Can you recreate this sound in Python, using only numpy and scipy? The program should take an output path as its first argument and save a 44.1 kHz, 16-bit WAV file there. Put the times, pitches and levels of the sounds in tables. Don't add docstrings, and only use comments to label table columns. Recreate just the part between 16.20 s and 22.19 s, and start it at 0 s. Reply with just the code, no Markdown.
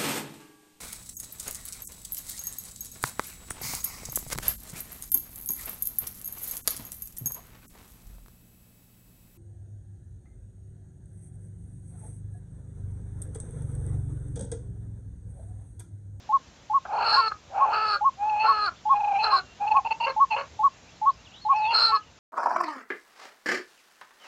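import sys
import numpy as np
from scipy import signal
from scipy.fft import rfft, irfft, next_fast_len
from scipy.io import wavfile
from scipy.ndimage import uniform_filter1d, map_coordinates

SR = 44100
rng = np.random.default_rng(int(sys.argv[2]) if len(sys.argv) > 2 else 0)


def bounce(signal):
    frames = np.transpose(np.atleast_2d(signal))
    limited = np.clip(frames, -1, 1)
    pcm = np.round(limited * 32767).astype(np.int16)
    wavfile.write(sys.argv[1], SR, pcm)


N = 264159

# (time [s], centre [Hz], shrill level [dB])
BEAK_CURVES = [
    [(0.73, 4250, -59.5), (0.81, 4340, -44), (0.88, 4306, -26.5), (0.96, 4285, -21.5), (1.04, 4380, -38.5),
     (1.088, 4210, -30.5), (1.105, 4250, -59.5), (1.14, 4190, -56)],
    [(1.5, 4280, -63), (1.54, 4410, -37.5), (1.62, 4526, -42.5), (1.7, 4360, -32), (1.75, 4350, -30),
     (1.79, 4250, -54)],
    [(2.2, 4320, -56.5), (2.27, 4220, -34), (2.37, 4290, -40), (2.44, 4210, -33.5), (2.465, 4360, -27.5),
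     (2.49, 4240, -45.5), (2.51, 4310, -67.5)],
    [(3.0, 4070, -49.5), (3.043, 4140, -22.5), (3.09, 4110, -42), (3.12, 4144, -30), (3.19, 4120, -26.5),
     (3.215, 4300, -69)],
    [(3.84, 4355, -49.5), (3.87, 4500, -53), (3.9, 4220, -37), (3.93, 4190, -63.5)],
    [(4.16, 4270, -53.5), (4.206, 4290, -46), (4.24, 4370, -66)],
    [(5.495, 4370, -53), (5.546, 4200, -21), (5.67, 4173, -18), (5.715, 4140, -31), (5.74, 4310, -44),
     (5.765, 4100, -28.5), (5.8, 4630, -65.5)],
]
SWELL_DB = 41


def clucks():
    # (start [s], delay to the top of the high note [s], reference pitch [Hz],
    # low note level [dB], high note level [dB])
    calls = [(0.092, 0.057, 1107, -25, -16.5), (0.499, 0.061, 1112, -26, -16.5),
             (0.924, 0.065, 1100, -26.5, -16.5), (1.37, 0.06, 1104, -30.5, -16.5),
             (1.81, 0.06, 1104, -24, -15.5), (2.246, 0.055, 1121, -21.5, -15.5),
             (2.654, 0.066, 1104, -24, -14.5), (3.079, 0.065, 1103, -29.5, -16),
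             (3.511, 0.062, 1103, -27, -16), (3.964, 0.06, 1117, -23, -13.5),
             (4.392, 0.065, 1122, -24.5, -14.5), (4.816, 0.067, 1116, -25, -15),
             (5.251, 0.063, 1112, -25.5, -15.5), (5.69, 0.055, 1130, -27.5, -18)]
    # (time after the start before stretching [s], pitch [ratio], relative level [dB])
    low_note = [(-.002, .74, -40), (.003, .755, -1.5), (.01, .772, 0), (.03, .775, .5), (.039, .785, 1),
                (.044, .8, -40)]
    # (time from its top [s], pitch [ratio], relative level [dB])
    high_note = [(-.029, .92, -40), (-.024, .94, -9), (-.017, .96, -4), (-.011, .99, -1), (-.004, 1.003, 0),
                 (.008, .997, -.5), (.015, .975, -2), (.022, .945, -5.5), (.029, .915, -40)]
    track = np.zeros(N)
    for start, delay, hz, low_db, high_db in calls:
        stretch = (delay - .026) / .04
        low_rows = [(start + u * stretch, hz * ratio, low_db + db) for u, ratio, db in low_note]
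        high_rows = [(start + delay + u, hz * ratio, high_db + db) for u, ratio, db in high_note]
        add(track, low_rows, flutter_db=.8, drift=.012)
        add(track, high_rows, flutter_db=.3, drift=.004)
    breathy_halo = 1 + 0.04 * wobble(700)
    return track * breathy_halo


def hoarse_bird():
    # (time [s], rate [Hz])
    pulse_rates = [
        [(0.65, 400.2), (0.72, 410.1), (0.77, 437.5), (0.9, 445.2), (0.98, 474), (1.022, 449), (1.1, 429.3)],
        [(1.3, 350.4), (1.39, 419.8), (1.5, 440.6), (1.55, 420), (1.576, 443), (1.7, 428.7), (1.784, 387.3)],
        [(1.97, 370.7), (1.99, 400), (2.1, 433), (2.146, 414.4), (2.236, 446), (2.3, 435), (2.44, 414.5),
         (2.46, 401.7), (2.49, 334.8)],
        [(2.72, 414.5), (2.894, 415.5), (2.94, 396), (3.03, 440.4), (3.058, 442.8), (3.154, 388.6),
         (3.19, 377.7), (3.23, 349.2)],
        [(3.39, 397.9), (3.44, 417.3), (3.465, 410), (3.485, 435), (3.56, 428.4), (3.59, 404.6)],
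        [(3.646, 452), (3.68, 431)],
        [(3.705, 445.8), (3.74, 424)],
        [(3.8, 468), (3.84, 457.6), (3.87, 468)],
        [(4.1, 449.8), (4.14, 422.5), (4.163, 486)],
        [(5.33, 401.6), (5.358, 429.5), (5.448, 428.7), (5.516, 468), (5.56, 444.1), (5.62, 457.8),
         (5.68, 455.2), (5.794, 414)],
    ]
    # (time [s], depth before overlap [dB], width before scaling [s])
    catches = [(2.793, 7, 0.01), (2.829, 18, 0.0057), (2.868, 8, 0.0072), (2.903, 3.5, 0.01),
               (2.933, 29, 0.002), (2.984, 4, 0.0056), (3.462, 9.5, 0.0054), (3.5, 14, 0.0074),
               (3.539, 21, 0.0026), (3.657, 13, 0.0025), (3.821, 3, 0.005)]
    # (centre [Hz], width of a single pass [Hz], level within the group [dB])
    croon_modes = [(786, 760, 0)]
    rasp_modes = [(493, 290, -18.5), (1292, 492, 6), (1784, 40, -16.5)]
    nasal_modes = [(2076, 250, 7), (2685, 546, 11.5), (3000, 1300, -18)]
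    shrill_modes = [(4150, 620, -6), (5156, 180, -17.5), (6990, 230, -35), (8160, 410, -22.5),
                    (9200, 140, -40.5), (11140, 1900, -42)]
    breath_shares = [(1.199, 1.4), (1.8, 0.52), (4, 6.9), (5, 3)]
    # (start [s], length [s], start pitch [Hz], end pitch [Hz], level before the gains of the partials [dB])
    grunts = [(3.861, .07, 550, 566, -33), (4.157, .11, 548.4, 557, -38)]
    # (multiple of its pitch [ratio], gain [dB])
    grunt_partials = [(1, 2), (2, 4.5), (3, -5), (4, -8), (5, -10.5)]
    # (start [s], length [s], start pitch [Hz], middle pitch [Hz], end pitch [Hz], level at the middle [dB])
    side_tones = [(0.917, 0.064, 1620, 1634, 1673, -34), (1.297, .03, 554, 561, 540, -50),
                  (1.729, 0.048, 1414, 1400, 1435, -29), (1.729, .065, 623, 579, 534, -46.5)]

    t = np.arange(N) / SR
    hz, = curves(np.concatenate(pulse_rates), t)
    gains, rough = windpipe(t)
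    for time, depth_db, width in catches:
        reach = np.array([[.6], [.6], [1.1], [1.1]])
        gains *= amp(-depth_db * np.exp(-((t - time) / (reach * width)) ** 2))
        lag = (t - time) / 0.011
        hz = hz * (1 + 0.07 * lag * np.exp(-lag ** 2))

    split = gains[1] / (gains[0] + gains[1] + 1e-9)
    jitter = 0.00504 * wobble(45) + 0.12 * rough ** 1.3 * wobble(260)
    turn = 2 * np.pi * np.cumsum(hz * (1 + jitter)) / SR
    share = [np.clip(split + 0.18, 0, 1), split, 1, split]
    pulses = sum(share[k % 4] * np.cos(k * turn + .3 * k * k) for k in range(1, 28))
    gated = 1 + 1.72 * np.cos(turn)

    out = 0
    groups = (croon_modes, rasp_modes, nasal_modes, shrill_modes)
    for gain, modes, (hoarse, grating) in zip(gains, groups, breath_shares):
        shimmer = amp(2.5 * rough * wobble(140))
        breath_gain = hoarse * rough + grating * split * np.sqrt(2 * rough)
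        breath = breath_gain * gated * rng.standard_normal(N)
        source = shimmer * (pulses + breath)
        rung = filtered(source, pipe(modes))
        if modes is shrill_modes:
            rung = rung + beak(source, t)
        local_power = abs(uniform_filter1d(rung ** 2, size=SR // 16))
        out = out + gain * rung / np.sqrt(local_power + 1e-9)
    out = filtered(out, dark)

    for start, length, start_hz, end_hz, db in grunts:
        rows = [(start, start_hz, db - SWELL_DB),
                (start + .011, start_hz, db),
                (start + length, end_hz, db - 25.5)]
        add(out, rows, grunt_partials, flutter_db=3.2, drift=.04)
    for row in side_tones:
        add(out, arc(*row), flutter_db=-2.0, drift=.015)
    return out


def windpipe(t):
    # (start [s], swell [s], hold [s], release [s], croon level before surges [dB],
    # nasal level at the start [dB], nasal level at the end [dB], roughness [0-1])
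    croons = [(0.64, 0.11, 0.064, 0.13, -26.5, -57, -46, .7), (1.29, .1, 0.12, .08, -25.5, -54, -49.5, .7),
              (1.965, 0.072, 0.2114, .03, -24.5, -58.5, -34.5, .2),
              (2.689, 0.058, 0.282, 0.035, -25, -59.5, -46.5, 0.21),
              (3.392, 0.026, .173, .025, -26, -53, -54, .25),
              (3.644, .01, 0.02045, .02, -25.5, -36.5, -35.5, 0.31),
              (3.701, 0.013, 0.01263, 0.02126, -22.5, -30.5, -30, 0.42),
              (3.797, .01, 0.053, 0.01, -26, -34.5, -30, .27),
              (4.1, .015, 0.035, 0.033, -24.5, -29.5, -32, .28),
              (5.29, 0.057, 0.1812, .04, -25, -42.5, -35, 0.19)]
    # (time [s], croon lift [dB], added nasal level [dB], width [s])
    surges = [(2.099, -1, -37, 0.0046), (2.213, 0, -32, 0.015), (2.767, -0.5, -42.5, 0.0076),
              (2.808, 2, -44, 0.0069), (2.848, 1.5, -40, 0.006), (2.885, 2, -45, 0.0071),
              (2.92, 4, -48.5, 0.0066), (2.964, 4.5, -37, .015), (3.008, 0, -33, 0.019),
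              (3.482, 0.5, -38.5, 0.0099), (3.519, 7.5, -32, 0.0072), (3.572, 4.5, -33.5, 0.0052),
              (5.365, 0.5, -41.5, 0.01), (5.46, 1, -32, 0.013), (5.514, -1.5, -31, 0.0095),
              (3.845, 0, -33, 0.0061)]
    # (start [s], swell [s], hold [s], release [s], rasp level at the start [dB], at the end [dB],
    # croon against rasp before fading [dB], nasal against rasp before fading [dB],
    # first roughness [0-1], time after the start when it begins to settle [s], roughness after [0-1])
    rasps = [(0.649, 0.0064, 0.01, 0.026, -39, -42.5, 0.5, -33, 0.74, .01, 0.6),
             (0.74, 0.1411, 0.2, 0.011, -27, -24.5, -3.5, -11, 0.61, .22, 0.17),
             (1.108, .014, 0.0048, .018, -26, -34.5, -12.5, -30, 0.411, .01, 0.6),
             (1.49, .06, .21, 0.046, -25, -25.5, -4.5, -12.5, 0.68, .05, 0.24),
             (2.211, .045, .236, .01, -26, -26, -5.5, -16, 0.44, .06, 0.16),
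             (3.014, .035, .15, 0.037, -27, -29.5, 0.5, -11, 0.51, .045, .35),
             (3.86, 0.0099, .035, .05, -36.5, -42.5, 7, 1, 0.6136, .04, 0.69),
             (4.158, .01, .042, 0.082, -39.5, -40, 8.5, 5, 0.46, .01, .7),
             (5.495, 0.06, 0.22, 0.027, -27, -26, -7, -13, 0.59, .14, .1)]
    croon_rasp_db, rasp_db_per_rough = -36, 27.5
    shrill_db, shrill_growth, nasal_loud_db = -42, 1.2, -28.5
    croon_fade_db, nasal_fade_db = -7, -9.5
    settle_s = .05

    gains, rough, weight = np.zeros((4, N)), np.zeros(N), 1e-9
    for start, swell, hold, release, db, nasal_db, nasal_end_db, uneven in croons:
        gain, u = held(t, start, swell, hold, release)
        gains[:2] += gain * amp([[db], [db + croon_rasp_db + rasp_db_per_rough * uneven]])
        gains[2] += gain * amp(nasal_db + (nasal_end_db - nasal_db) * u)
        rough, weight = rough + gain * uneven, weight + gain
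    for time, lift_db, nasal_db, width in surges:
        bump = np.exp(-((t - time) / width) ** 2)
        gains[0] *= amp(lift_db * bump)
        gains[2] += amp(nasal_db) * bump
    gains[3] = amp(shrill_db) * (gains[2] / amp(nasal_loud_db)) ** shrill_growth

    for start, swell, hold, release, db, end_db, croon_db, nasal_db, uneven, settle, settled in rasps:
        gain, u = held(t, start, swell, hold, release)
        rasp = db + (end_db - db) * u
        croon = rasp + croon_db + croon_fade_db * u
        nasal = rasp + nasal_db + nasal_fade_db * u
        gains[:3] += gain * amp([croon, rasp, nasal])
        rough += gain * np.interp(t - start, [settle, settle + settle_s], [uneven, settled])
        weight = weight + gain
    for rows in BEAK_CURVES:
        gains[3] += amp(curves(rows, t)[1]) * (t > rows[0][0]) * (t < rows[-1][0])
    return gains, np.clip(rough / weight, 0, 1)


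def held(t, start, swell, hold, release):
    held_s = t - start - swell
    rise = np.clip(-held_s / swell, 0, 1)
    fall = np.clip((held_s - hold) / release, 0, 1)
    gain = amp(-SWELL_DB * (rise ** 2 + fall)) * (rise < 1) * (fall < 1)
    return gain, np.clip(held_s / hold, 0, 1)


def pipe(modes):
    return lambda f: sum(amp(db) * (1j * f * w / (c * c - f * f + 1j * f * w)) ** 3 for c, w, db in modes)


def beak(source, t):
    width_hz = 167
    centre_hz = curves(np.concatenate(BEAK_CURVES), t)[0]
    centre = np.exp(2j * np.pi * np.cumsum(centre_hz) / SR)
    lowpass = signal.butter(2, width_hz / 2, fs=SR, output="sos")
    return 2 * np.real(signal.sosfilt(lowpass, source / centre) * centre)


def dark(f):
    # (centre [Hz], width [Hz], gain at the centre before overlap [dB])
    cavities = [(1910, 230, -8.5), (3810, 237, -13), (6000, 340, -5)]
    return amp(sum(db * np.exp(-((f - c) / w) ** 2) for c, w, db in cavities))


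def songbirds():
    # (start [s], length [s], start pitch [Hz], middle pitch [Hz], end pitch [Hz],
    # level at the middle [dB])
    whistles = [(2.556, .045, 3600, 3457, 3070, -63), (2.66, 0.087, 2500, 3450, 3130, -60),
                (3.218, 0.16, 2885, 2751, 2874, -63), (4.516, .035, 2566, 2770, 2700, -62),
                (4.671, .03, 2186, 2548, 2799, -58), (4.709, .035, 3210, 3450, 3700, -66),
                (4.764, 0.024, 3960, 4100, 4470, -66), (4.875, .05, 2950, 3900, 5200, -55.5),
                (4.935, .03, 5450, 5130, 4900, -62), (4.987, 0.027, 2530, 2830, 2680, -61),
                (5.047, .045, 4080, 3000, 2450, -55.5), (5.11, .09, 2536, 3600, 4000, -55.5),
                (5.198, 0.074, 4000, 4310, 3560, -53), (5.115, 0.088, 2370, 3148, 3979, -57),
                (5.356, 0.056, 6200, 4950, 4320, -55), (5.399, 0.14, 4420, 3490, 3240, -50.5),
                (5.81, .03, 2680, 3010, 2490, -56), (5.862, 0.033, 2720, 2900, 2650, -62)]
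    track = np.zeros(N)
    for row in whistles:
        add(track, arc(*row), flutter_db=3.0, drift=0.0014)
    return track


def banks(x):
    # (frequency [Hz], time to fall 60 dB [s])
    decay_times = [(300, 0.21), (1500, 0.1), (5000, 0.021)]
    hz, t, z = signal.stft(rng.standard_normal(SR // 4), SR, nperseg=256)
    decay = amp(-60 * t / along(decay_times, hz)[:, None])
    tail = signal.istft(z * decay, SR, nperseg=256)[1]
    delayed = np.pad(x, (900, 0))
    return signal.fftconvolve(delayed, tail / np.linalg.norm(tail))[:N]


def stream():
    # (frequency [Hz], relative density [dB per Hz])
    spectrum = [(12, -59), (20, -32), (59, -0.5), (128, -4.5), (273, -10.5), (325, -12), (359, -14),
                (609, -12.5), (1790, -18.5), (3450, -19.5), (4110, -20), (4550, -22), (6460, -20.5),
                (8100, -29), (10500, -58.5), (17800, -120)]
    # (time [s], level before the lift below [dB])
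    levels = [(0.0, -61), (2.3, -60.5), (4.3, -59), (5.99, -62.5)]
    lift_db = 7.5
    z = signal.stft(rng.standard_normal(N), nperseg=512)[2]
    field = uniform_filter1d(rng.standard_normal(z.shape), size=6, axis=0)
    field = uniform_filter1d(field, size=8, axis=1)
    noise = signal.istft(z * amp(1.1 * unit(field)), nperseg=512)[1][:N]
    db, = curves(levels, np.arange(N) / SR)
    water = filtered(noise, lambda hz: amp(along(spectrum, hz)))
    return amp(db + lift_db) * unit(water)


def add(track, rows, tones=((1, 0),), flutter_db=0, drift=0):
    first = max(round(rows[0][0] * SR), 0)
    t = np.arange(first, min(round(rows[-1][0] * SR), N)) / SR
    linear_rows = [(s, f, amp(db)) for s, f, db in rows]
    hz, size = (uniform_filter1d(c, size=132) for c in curves(linear_rows, t))
    drifting_hz = hz * (1 + drift * wobble(250, size=len(t)))
    turn = 2 * np.pi * np.cumsum(drifting_hz) / SR + rng.uniform(0, 2 * np.pi)
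    tone = sum(amp(level) * np.sin(k * turn) for k, level in tones)
    flutter = amp(flutter_db * wobble(180, size=len(t)))
    window = np.hanning(len(t)) ** .1
    track[first:first + len(t)] += np.sqrt(2) * size * window * flutter * tone


def arc(s, length, start_hz, middle_hz, end_hz, db):
    edge_db = -5
    u = np.linspace(-1, 1, num=17)
    slope = (end_hz - start_hz) / 2
    bend = (start_hz + end_hz) / 2 - middle_hz
    hz = middle_hz + slope * u + bend * u ** 2
    return list(zip(s + (u + 1) / 2 * length, hz, db + edge_db * u ** 4))


def wobble(rate, size=N):
    knots = rng.standard_normal(int(size * rate / SR) + 4)
    return map_coordinates(knots, [np.arange(size) * rate / SR])


def filtered(x, response):
    m = next_fast_len(N + SR // 2)
    return irfft(rfft(x, m) * response(np.fft.rfftfreq(m, 1 / SR)), m)[..., :N]


def amp(db):
    return 10 ** (np.asarray(db) / 20)


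def unit(x):
    return x / np.sqrt(np.mean(x ** 2) + 1e-20)


def along(points, hz):
    f, v = np.transpose(points)
    return np.interp(np.log(hz + 1), np.log(f + 1), v)


def curves(rows, t):
    s, *cols = np.transpose(rows)
    return [np.interp(t, s, c) for c in cols]


def scene():
    near, hoarse, far = clucks(), hoarse_bird(), songbirds()
    echo = banks(amp(-33.5) * near + amp(-19) * hoarse + amp(-8.5) * far)
    return (near + hoarse + echo + far + stream())[None]


def record(dry):
    edge_hz, top_hz = 7650, 15073
    hiss = amp(-85) * rng.standard_normal(dry.shape)
    heard = filtered(dry, lambda hz: np.where(hz < edge_hz, 1, amp(-14.5))) + hiss
    return filtered(heard, lambda hz: hz < top_hz)


dry = scene()
out = record(dry)
bounce(out)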